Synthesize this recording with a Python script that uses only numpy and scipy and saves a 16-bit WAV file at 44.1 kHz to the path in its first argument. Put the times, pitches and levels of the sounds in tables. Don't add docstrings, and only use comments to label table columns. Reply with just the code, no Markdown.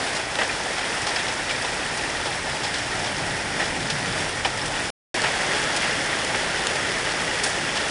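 import sys
import numpy as np
from scipy import signal
from scipy.fft import rfft, irfft
from scipy.io import wavfile

SR = 44100
rng = np.random.default_rng(int(sys.argv[2]) if len(sys.argv) > 2 else 0)


def wav_record(signal):
    frames = np.transpose(np.atleast_2d(signal))
    bounded = np.clip(frames, -1, 1)
    quanta = np.round(bounded * 32767).astype(np.int16)
    wavfile.write(sys.argv[1], SR, quanta)


N = 348390
TIME = np.arange(N) / SR
GARDEN_END_S, YARD_START_S = 4.903, 5.1425


def from_db(db):
    return 10 ** (np.asarray(db) / 20)


def rms_one(x):
    return x / np.sqrt(np.mean(x ** 2) + 1e-20)


def drift(corner_hz):
    step, settling = 40, 2000
    pole = np.exp(-2 * np.pi * corner_hz * step / SR)
    noise = rng.standard_normal(N // step + settling + 2)
    slow = signal.lfilter([1], [1, -2 * pole, pole * pole], noise)[settling:]
    return np.interp(np.arange(N) / step, np.arange(len(slow)), rms_one(slow))


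def resonate(x, hz, q):
    w = 2 * np.pi * min(hz, SR / 2 - 1000) / SR
    damp = np.sin(w) / (2 * q)
    return signal.lfilter([damp, 0, -damp], [1 + damp, -2 * np.cos(w), 1 - damp], x + 1e-18)


def colour(x, spectrum):
    size = 8192
    hz, db = np.transpose(spectrum)
    grid = np.maximum(np.arange(size // 2 + 1) * SR / size, 1)
    curve_db = np.interp(np.log(grid), np.log(hz), db)
    cepstrum = irfft(np.log(from_db(curve_db)))
    response = irfft(np.exp(rfft(2 * cepstrum[:size // 2], size)))
    response = response / np.linalg.norm(response)
    return signal.fftconvolve(x, response)[:N]


def impacts(per_s, spread_db, size):
    chance = per_s / SR
    luck = rng.random(size)
    born = luck < chance
    rarity = -np.log((luck / chance)[born] + 1e-9)
    clicks = np.zeros(size)
    clicks[born] = from_db(abs(spread_db) * np.minimum(rarity, 4))
    signs = 2 * rng.integers(2, size=size, dtype=np.int8) - 1
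    return clicks * signs


def near_stones(stones, q, thud_hz, thud_q, crack_db, crack_t60, chips_per_s, chip_spread_db, rattle_db):
    clatter_hold = 0.021
    clatter_attack = 0.0072
    rattle_onset_s = 0.023
    out, size = np.zeros(N + SR), SR // 3
    age, rattle = np.arange(size) / SR, drift(45)
    for start_s, db, hz, thud_db, t60 in stones:
        at = max(round(start_s * SR), 0)
        crack = from_db(crack_db - 60 * age / crack_t60) * rng.standard_normal(size)
        chips = rms_one(impacts(chips_per_s, chip_spread_db, size))
        unevenness = np.minimum(age / rattle_onset_s, 1) * np.roll(rattle, -at)[:size]
        decay_db = 60 * np.maximum(age / t60 - clatter_hold, 0)
        rise = 1 - np.exp(-age / (clatter_attack * t60))
        clatter = rise * from_db(rattle_db * unevenness - decay_db) * chips
        force = crack + clatter
        thud = resonate(resonate(force, thud_hz, thud_q), thud_hz, thud_q)
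        out[at:at + size] += from_db(db) * resonate(force, hz, q) + from_db(thud_db) * thud
    return out[:N]


def lesser_stones(count):
    crack_db, thud_db, pitch_hz, clatter_t60_s = 6.5, -10, 5600, 0.031
    spread_db, pitch_octaves, t60_octaves = 1.5, .6, 1.5
    stones = []
    for k, (when, hard, pitch, thud) in enumerate(rng.uniform(-1, 1, (count, 4))):
        stones.append((
            (k + (when + 1) / 2) / count * N / SR,
            crack_db + spread_db * hard,
            pitch_hz * 2 ** (pitch_octaves * pitch),
            thud_db + 2 * spread_db * thud,
            clatter_t60_s * 2 ** (-t60_octaves * hard)))
    return stones


def pings(faint_db, spread_db, t60, count):
    # start in seconds, pitch in Hz, level in dB before the shower's gain and colouring.
    clear_pings = [(0.495, 2410, 1), (1.160, 5270, 4), (1.161, 4800, -1), (1.494, 2860, -2),
                   (1.507, 2330, -2), (1.830, 2540, -1), (2.655, 5210, 0), (3.044, 3730, 0.5),
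                   (4.448, 3010, 6.5), (4.615, 5300, 2), (5.848, 4760, -3)]
    faint = [(when * N / SR, 1700 * 3.4 ** pitch, faint_db + spread_db * (force - .5))
             for when, pitch, force in rng.random((count, 3))]
    out, age = np.zeros(N + SR), np.arange(SR // 5) / SR
    for start_s, hz, db in list(clear_pings) + faint:
        at = round(start_s * SR)
        out[at:at + len(age)] += from_db(db - 60 * age / t60) * np.sin(2 * np.pi * hz * age)
    return out[:N]


def patter(low_hz, high_hz, per_s, spread_db, q, scatter, scatter_t60, count):
    out = np.zeros(N)
    fade = from_db(-120 / (scatter_t60 * SR))
    for hz in np.geomspace(low_hz, high_hz, count):
        clicks = rms_one(impacts(per_s / count, spread_db, N))
        grit_energy = signal.lfilter([1 - fade], [1, -fade], clicks ** 2 + 1e-18)
        grit = scatter * np.sqrt(grit_energy) * rng.standard_normal(N)
        out += resonate(clicks + grit, hz, q)
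    return rms_one(out)


def ticks(per_s, spread_db, low_hz):
    clicks = impacts(per_s * from_db(2.5 * drift(11.0)), spread_db, N)
    high_pass = signal.butter(2, low_hz, "high", fs=SR, output="sos")
    return rms_one(signal.sosfilt(high_pass, clicks))


def wash(flutter_db):
    return rms_one(rng.standard_normal(N) * from_db(flutter_db * drift(24)))


def garden():
    knocks = patter(307, 2290, per_s=620, spread_db=0.0, q=4.8, scatter=1.0, scatter_t60=0.061, count=12)
    pebbles = patter(2230, 9500, per_s=380, spread_db=4.5, q=7.3, scatter=0.73, scatter_t60=0.017, count=10)
    snaps = ticks(per_s=2100, spread_db=1.5, low_hz=2570)
    far = from_db(-0.5) * wash(flutter_db=0.58)
    return far + from_db(-13.5) * knocks + from_db(-14.5) * pebbles + from_db(-13) * snaps


def yard():
    splats = patter(309, 2360, per_s=680, spread_db=3.5, q=4.2, scatter=0.57, scatter_t60=0.057, count=12)
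    pebbles = patter(2770, 10800, per_s=700, spread_db=2.0, q=12.0, scatter=1.0, scatter_t60=0.013, count=10)
    snaps = ticks(per_s=950, spread_db=2.3, low_hz=2400)
    far = from_db(-0.5) * wash(flutter_db=0.26)
    return far + from_db(-15.5) * splats + from_db(-14.0) * pebbles + from_db(-5.0) * snaps


def shower(start_s, db, ease_db_per_s):
    # time of the peak in seconds, level added there in dB.
    flurry_peaks = [(0.03, 1.5), (0.27, -2), (0.95, 1.0), (1.2, 0.5), (2.42, -0.5), (4.2, 2), (4.38, -1.0),
                    (4.76, 1.2), (5.55, 1.5), (7.88, 0.5)]
    flurry_s = .065
    flurries = sum(added_db * np.exp(-((TIME - s) / flurry_s) ** 2) for s, added_db in flurry_peaks)
    waver = 0.14 * drift(3)
    return from_db(db - ease_db_per_s * (TIME - start_s) + flurries + waver)


def rumble(swell_hz, swell_q):
    # time in seconds, level in dB before the microphone.
    level_curve = [(0, -42.5), (4.8, -37.5), (5.2, -41.5), (7.9, -40)]
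    # frequency in Hz, relative density in dB per Hz.
    rumble_spectrum = [(12, -25.5), (35, -0.5), (70, -2), (135, 2.5), (200, -7.5), (330, -8), (700, -24),
                       (2000, -60)]
    level_db = np.interp(TIME, *np.transpose(level_curve))
    low = from_db(level_db) * colour(rng.standard_normal(N), rumble_spectrum)

    hold_start_s, hold_end_s, hold_db = 3.22, 4.1, -37
    rise_db_per_s, fall_db_per_s = 15, 27
    drone = rms_one(resonate(resonate(rng.standard_normal(N), swell_hz, swell_q), swell_hz, swell_q))
    rising = rise_db_per_s * np.maximum(hold_start_s - TIME, 0)
    fading = fall_db_per_s * np.maximum(TIME - hold_end_s, 0)
    return low + from_db(hold_db - rising - fading) * drone


def scene():
    # start in seconds, crack level in dB, crack pitch in Hz, thud level in dB, clatter t60 in
    # seconds; both levels are resonator gains before the shower's gain and colouring.
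    nearest_stones = [(0.149, 7, 6400, -14, .15), (0.355, 15, 4200, -12, 0.015),
                      (0.386, 12.5, 2400, 9, 0.15), (0.411, 9, 1490, -4, 0.15), (0.43, 6, 4020, 0, 0.13),
                      (0.779, 4.5, 3000, -15, .2), (1.066, 9.5, 4800, 9, 0.18), (1.160, 7.5, 3000, -2, .16),
                      (1.284, 7, 4600, 8, 0.064), (1.493, 8.5, 3000, -10, .12), (1.642, 6, 3400, 3.5, 0.17),
                      (1.973, 10, 8500, -12, 0.063), (2.256, 4.5, 4000, 7, 0.14), (2.632, 7, 4700, 7, 0.2),
                      (2.739, 9, 4000, -12, 0.2), (3.041, 5, 4300, 5, 0.24), (3.596, 9.5, 2200, 8, 0.18),
                      (3.9, 11.5, 4900, -8, 0.097), (4.448, 13.5, 2300, 15, 0.14),
                      (4.656, 7, 6900, -12, 0.096), (5.218, 11.5, 6500, 0, .022), (5.235, 5, 1980, 1, .28),
                      (5.762, 11, 7460, -9, .11), (5.827, 4.5, 2400, -16, 0.24),
                      (6.247, 13, 8500, -12, .017), (6.345, 8.5, 2000, -12, 0.079),
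                      (6.67, 18.5, 6200, -12, 0.013), (6.754, 6, 7300, 3, 0.07),
                      (7.435, 17, 8500, -12, 0.11), (7.457, 9.5, 8450, -9, 0.34),
                      (7.752, 7, 4600, -12, 0.3)]
    # frequency in Hz, relative density in dB per Hz.
    garden_spectrum = [(88, -40.5), (150, -11.5), (210, -7.5), (294, -5), (322, -6), (838, -2.5),
                       (1110, -8.5), (1860, -2), (2150, -6), (3400, -10), (4210, -13), (5300, -10),
                       (6330, -16), (9190, -17), (10400, -20.5), (13500, -48.5), (22000, -120)]
    # frequency in Hz, relative density in dB per Hz.
    yard_spectrum = [(88, -23), (150, -4), (218, -4), (631, -0.5), (740, -2), (838, -0.5), (1110, -6),
                     (1830, 0.5), (2390, -5), (3340, -7.5), (3920, -12), (5300, -10), (6220, -14.5),
                     (9690, -18), (10400, -20), (13500, -48), (22000, -120)]
    stones = list(nearest_stones) + lesser_stones(count=30)
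    near = near_stones(stones, q=0.99, thud_hz=850, thud_q=0.99, crack_db=-15.5, crack_t60=.012,
                       chips_per_s=9000, chip_spread_db=1.0, rattle_db=3.0)
    near = near + pings(faint_db=-7.5, spread_db=2, t60=0.053, count=110)
    on_garden = shower(0, db=-28, ease_db_per_s=0.135) * colour(garden() + near, garden_spectrum)
    on_yard = shower(YARD_START_S, db=-25, ease_db_per_s=0.7) * colour(yard() + near, yard_spectrum)
    mono = np.where(TIME < GARDEN_END_S, on_garden, on_yard) + rumble(swell_hz=153.4, swell_q=0.81)
    return np.stack([mono, mono])


def record(dry):
    # frequency in Hz, bandwidth in Hz, peak gain of the added path in dB.
    housing_modes = [(850, 50, -19), (1380, 70, -14), (1897, 84, -16), (3395, 210, -8.5), (4740, 130, -24),
                     (5430, 180, -17), (9550, 590, -11)]
    voiced = dry + sum(from_db(db) * resonate(dry, hz, hz / width_hz) for hz, width_hz, db in housing_modes)
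    running = (TIME < GARDEN_END_S) | (TIME > YARD_START_S)
    low_pass = signal.cheby2(20, 62, 11050, fs=SR, output="sos")
    return signal.sosfilt(low_pass, voiced * running)


dry = scene()
out = record(dry)
wav_record(out)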